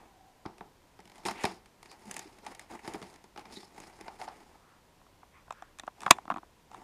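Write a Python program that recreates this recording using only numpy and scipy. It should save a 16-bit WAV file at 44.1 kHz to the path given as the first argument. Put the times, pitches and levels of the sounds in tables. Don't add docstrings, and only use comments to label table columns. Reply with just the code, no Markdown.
import sys
import numpy as np
from scipy import signal
from scipy.fft import rfft, irfft, next_fast_len
from scipy.io import wavfile
from scipy.ndimage import map_coordinates

SR = 44100
rng = np.random.default_rng(int(sys.argv[2]) if len(sys.argv) > 2 else 0)


def materialize(psi):
    bounded = np.clip(np.atleast_2d(psi).T, -1, 1)
    quanta = np.round(bounded * 32767).astype(np.int16)
    wavfile.write(sys.argv[1], SR, quanta)


def volts_from_decibels(level):
    exponent = np.asarray(level, float) / 20
    return 10 ** exponent


N = 301423

# (f/Hz, width/Hz, relative level/dB)
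CARD = [
    [(83, 120, -9.5), (195.6, 63, 2), (363.6, 140, 3.5)],
    [(762, 238, 8), (896.6, 140, 9), (1120, 530, 0.5)],
    [(2025, 1150, 6), (3930, 2100, -5), (5210, 1200, 0.5)],
    [(6580, 2000, -4.5), (9510, 3200, -7), (14150, 970, -20.5)],
]


def unit(x):
    return x / np.sqrt(np.mean(x ** 2) + 1e-20)


def along(points, hz):
    f, v = np.transpose(points)
    return np.interp(np.log(hz + 1), np.log(f + 1), v)


def wobble(rate):
    knots = rng.standard_normal(int(N * rate / SR) + 4)
    return map_coordinates(knots, [np.arange(N) * rate / SR])


def filtered(x, response):
    m = next_fast_len(N + SR // 2)
    gain = response(np.fft.rfftfreq(m, 1 / SR))
    gain = gain / np.sqrt(np.mean(abs(gain) ** 2))
    return irfft(rfft(x, m) * gain, m)[:N]


def rung(x, modes, order=1):
    def response(f):
        total = 0
        for k, (centre, width, db) in enumerate(modes):
            resonance = 1j * f * width / (centre * centre - f * f + 1j * f * width)
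            total = total + (-1) ** k * volts_from_decibels(db) * resonance ** order
        return total
    return filtered(x, response)


def bursts(times, levels_db, rise, t60, drag_db, drag_t60, firm=0):
    t = np.arange(SR // 5) / SR
    swell = 1 - np.exp(-(t / rise) ** 2)
    jolt = swell * volts_from_decibels(-60 * t / t60)
    drag = swell * volts_from_decibels(drag_db - 60 * t / drag_t60)
    lead = 1.5 * rise
    push = np.sqrt(firm) * np.linalg.norm(jolt) * (np.arange(len(t)) == round(lead * SR))
    shape = np.sqrt(1 - firm) * jolt + drag
    out = np.zeros(N + len(t))
    for s, db in zip(times, levels_db):
        start = round((s - lead) * SR)
        out[start:][:len(t)] += volts_from_decibels(db + 1.5) * (push + shape * rng.standard_normal(len(t)))
    return out[:N]


def struck(events, body, follow, rise, t60, drag_db, drag_t60):
    firm = 0.4
    s, ring, thump, tick = np.transpose(events)
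    crack = follow[0] * tick + follow[1]
    walls, hollow, edges, skin = body
    wall_jolts = bursts(s, ring + thump + 4, 1.2 * rise, 0.96 * t60, drag_db + 3.5, drag_t60, firm)
    hollow_jolts = bursts(s, ring, rise, t60, drag_db, drag_t60, firm)
    edge_jolts = bursts(s, ring + crack, 0.69 * rise, 1.056 * t60, drag_db, drag_t60)
    skin_jolts = bursts(s, ring + tick, rise / 2, 0.81 * t60, drag_db - 12.5, drag_t60, firm / 2)
    low = rung(wall_jolts, walls, order=2)
    mid = rung(hollow_jolts, hollow, order=2)
    high = rung(edge_jolts, edges, order=2)
    top = rung(skin_jolts, skin, order=2)
    return low + mid + high + top, skin_jolts


def hiss():
    # (f/Hz, relative level/dB)
    spectrum = [(15, -12.5), (25, 2.5), (317, -6.5), (863, -9.5), (988, -6.5), (1160, -13.5), (6740, -23.5),
                (14800, -30.5), (16000, -56)]
    return volts_from_decibels(-63) * filtered(rng.standard_normal(N), lambda hz: volts_from_decibels(along(spectrum, hz)))


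def band_swells():
    # (middle t/s, half length/s, f/Hz, width/Hz, level/dB)
    bands = [(0.244, 0.22, 764, 89, -65), (1.41, 0.054, 2110, 1500, -47.5),
             (1.914, 0.021, 4700, 1000, -57.5), (2.09, .018, 192, 40, -42.5), (2.27, 0.017, 338, 90, -51),
             (3.569, 0.012, 3970, 600, -47.5), (4.697, 0.099, 1190, 690, -65),
             (5.385, 0.034, 1060, 403, -61.5), (5.368, .04, 2080, 800, -63.5), (5.597, 0.1, 1400, 900, -62)]
    t = np.arange(N) / SR
    out = np.zeros(N)
    for s, half, hz, width, db in bands:
        swell = np.exp(-((t - s) / half) ** 2)
        out += volts_from_decibels(db) * swell * rung(rng.standard_normal(N), [(hz, width, 0)], order=2)
    return out


def tray():
    # (t/s, strength level/dB, weight/dB, sharpness/dB; the last two against the strength)
    snaps = [(5.015, -49, -17, -40), (5.065, -49, -12, -40), (5.231, -38, -17, -57),
             (5.48, -42.5, -21, -42), (5.507, -25.5, -23.5, -20), (5.524, -39, -24, -8.5),
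             (5.623, -35, -22, -18.5), (5.787, -41, -28, -2.5), (5.797, -31, -22, -5),
             (5.835, -35.5, -6.5, -22), (5.868, -54, -25, 1), (5.878, -21, -24, -48), (6.006, -46, -28, 4),
             (6.018, -34.5, -23, -7), (6.033, -32.5, -33, -10), (6.064, -8, -26, -38),
             (6.079, -23, -19, -33), (6.106, -9, -27, -20), (6.109, 2, -18.5, -1), (6.185, -32, -20, -25),
             (6.254, -42.5, -4.5, -16), (6.279, -29.5, -10.5, -45), (6.302, -12.5, -23.5, -55),
             (6.312, -17.5, -13, -59), (6.32, -21.5, -11, -47), (6.341, -29.5, -11.5, -25.5),
             (6.361, -26.5, -12.5, -34.5), (6.371, -30, -9, -27), (6.382, -31.5, -8, -28.5),
             (6.431, -40.5, -8.5, -46), (6.715, -44.5, -21, -11.5), (6.745, -36, -27, -16.5)]
    # (f/Hz, width/Hz, relative level/dB)
    plastic = [
        [(202, 230, 2.2), (330, 140, 3.6)],
        [(756, 230, 0), (1000, 210, 0.5), (1170, 540, -4)],
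        [(1826, 370, -0.42), (2505, 560, 1), (3540, 800, -3.3)],
        [(4796, 3400, -3.5), (7400, 3600, 2.5), (11480, 2000, -21.5)],
    ]
    # (f/Hz, width/Hz, relative level/dB)
    sheen = [(3490, 24, 2), (4100, 50, -5), (7400, 40, 0)]
    follow = (0.63, -1.8)
    body, jolts = struck(snaps, plastic, follow, rise=0.001, t60=0.014, drag_db=-23.5, drag_t60=0.06)
    return body + volts_from_decibels(-28) * rung(jolts, sheen, order=1.5)


def rubbing():
    # (middle t/s, half length/s, pressure level/dB, speed/dB against the pressure)
    strokes = [(0, 0.069, -55, -21), (1.21, 0.09, -59.5, -10.5), (1.27, 0.019, -40.5, -3.5),
               (1.303, 0.052, -45.5, -10.5), (1.403, .07, -52, -21), (1.454, 0.065, -48.5, -5),
               (1.914, 0.11, -65, -9.5), (2.15, 0.12, -55, -7), (2.2, 0.42, -62, -13),
               (2.486, 0.054, -52, -12), (2.613, 0.043, -60, -8.5), (2.737, 0.053, -49, -17),
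               (2.9, 0.077, -50, -12.5), (2.966, 0.033, -50.5, -16), (3.07, 0.096, -57.5, -9.5),
               (3.397, 0.022, -49.5, -17.5), (3.51, 0.073, -55.5, -16), (3.578, 0.079, -66, 4),
               (3.836, 0.14, -55.5, -11), (4.07, 0.12, -56.5, -15.5), (4.226, 0.039, -50, -11),
               (4.372, 0.18, -60, -13), (6.086, 0.12, -53.5, -14.5), (6.793, 0.09, -54, -19)]
    bite, rise, fall = 0.33, 0.5, 1.35
    # (share, dB)
    rasp, squeak, fizz = (0.44, -1.5), (1.2, 2.2), (0.93, -0.39)
    s, half, press_db, speed_db = np.transpose(strokes)
    phase = (np.arange(0, N, 64)[:, None] / SR - s) / half + bite
    swell = np.exp(-2 * (phase / np.where(phase < 0, rise, fall)) ** 2)

    def envelope(share, db):
        power = swell @ volts_from_decibels(2 * (press_db + share * speed_db + db))
        return np.sqrt(np.repeat(power, 64)[:N])

    catches = (rng.random(N) < 140 / SR) * rng.uniform(0.2, 1.6, N)
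    catch_fade = volts_from_decibels(-60 * np.arange(SR // 20) / SR / 0.03)
    pressure = 1 + signal.fftconvolve(catches, catch_fade)[:N]

    def grit(own_db):
        return unit(rng.standard_normal(N) * pressure * volts_from_decibels(own_db * wobble(30)))

    walls = volts_from_decibels(-2.5) * rung(grit(2), CARD[0])
    hollow = rung(grit(2), CARD[1], order=2)
    flap = rung(grit(2), CARD[2][:1], order=2)
    edge = rung(grit(2.5), CARD[2][1:], order=2)
    gloss = rung(grit(1.2), CARD[3], order=2)
    inside = envelope(0, 0) * (walls + hollow)
    return inside + envelope(*rasp) * flap + envelope(*squeak) * edge + envelope(*fizz) * gloss


def flaps():
    # (t/s, strength level/dB, weight/dB, sharpness/dB; the last two against the strength)
    contacts = [(0.454, -32.5, -11.5, -48), (0.46, -29, -5.5, -33), (0.609, -31.5, -9.5, -55),
                (0.991, -44, -4, -23), (1.253, -31, -1, -8), (1.259, -27.5, -4, -12.5),
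                (1.285, -24.5, -16, -15), (1.311, -32, -35, -8), (1.437, -34, -10, -1),
                (1.441, -18, -7, -24), (1.453, -19.5, -13, -11.5), (1.829, -46, -22, -3),
                (1.858, -44.5, -20, -13), (1.915, -43.5, -27, -6.5), (2.112, -41, -9, 9),
                (2.142, -47, -5, 8.5), (2.166, -37.5, -32, 4), (2.18, -49, -2, 2), (2.193, -42, -3.5, 8.5),
                (2.465, -32.5, -32, -11.5), (2.549, -45, -41, 0), (2.595, -41.5, -34, -0.5),
                (2.847, -40, -14, -21), (2.877, -34, 0, -7), (2.937, -49.5, -4, 7), (2.945, -28, -8.5, -42),
                (3.017, -42.5, 7, -12), (3.026, -37, -12, -13), (3.241, -49.5, -1.5, -4.5),
                (3.361, -37, -11, -26), (3.376, -34, -29, -19), (3.394, -44.5, -20, -8),
                (3.455, -39.5, -11, -23), (3.57, -53, 10.5, 0), (3.63, -42.5, -8, -19),
                (3.802, -58, 7.5, 14), (4.01, -45.5, 0, 0), (4.081, -30.5, -16, -27.5),
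                (4.215, -30, -32, -21), (4.278, -31, -32, -37), (4.285, -32.5, -27, -27)]
    slip_times = [0.582, 1.003, 1.055, 1.076, 1.098, 1.118, 1.157, 1.181, 1.659, 2.055, 2.078, 2.096, 2.386,
                  2.449, 2.713, 3.1, 3.14, 3.16]
    slip = (-51.5, -4.5, -5)  # strength, weight and sharpness in dB, as for a contact
    follow = (0.45, 0.2)
    events = contacts + [(s, *slip) for s in slip_times]
    return struck(events, CARD, follow, rise=0.001124, t60=0.018, drag_db=-21.5, drag_t60=0.29)[0]


def scene():
    hands = flaps() + tray() + rubbing() + band_swells()
    return (hands + hiss())[None]


def band_limit(x):
    return signal.sosfilt(signal.butter(12, 16220, fs=SR, output="sos"), x)


def record(dry):
    clipped = dry / (1 + abs(dry / 0.85) ** 6) ** (1 / 6)
    treble_cut = signal.butter(10, 15300, fs=SR, output="sos")
    dull = signal.sosfilt(treble_cut, clipped)
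    return band_limit(dull)


dry = scene()
out = record(dry)
materialize(out)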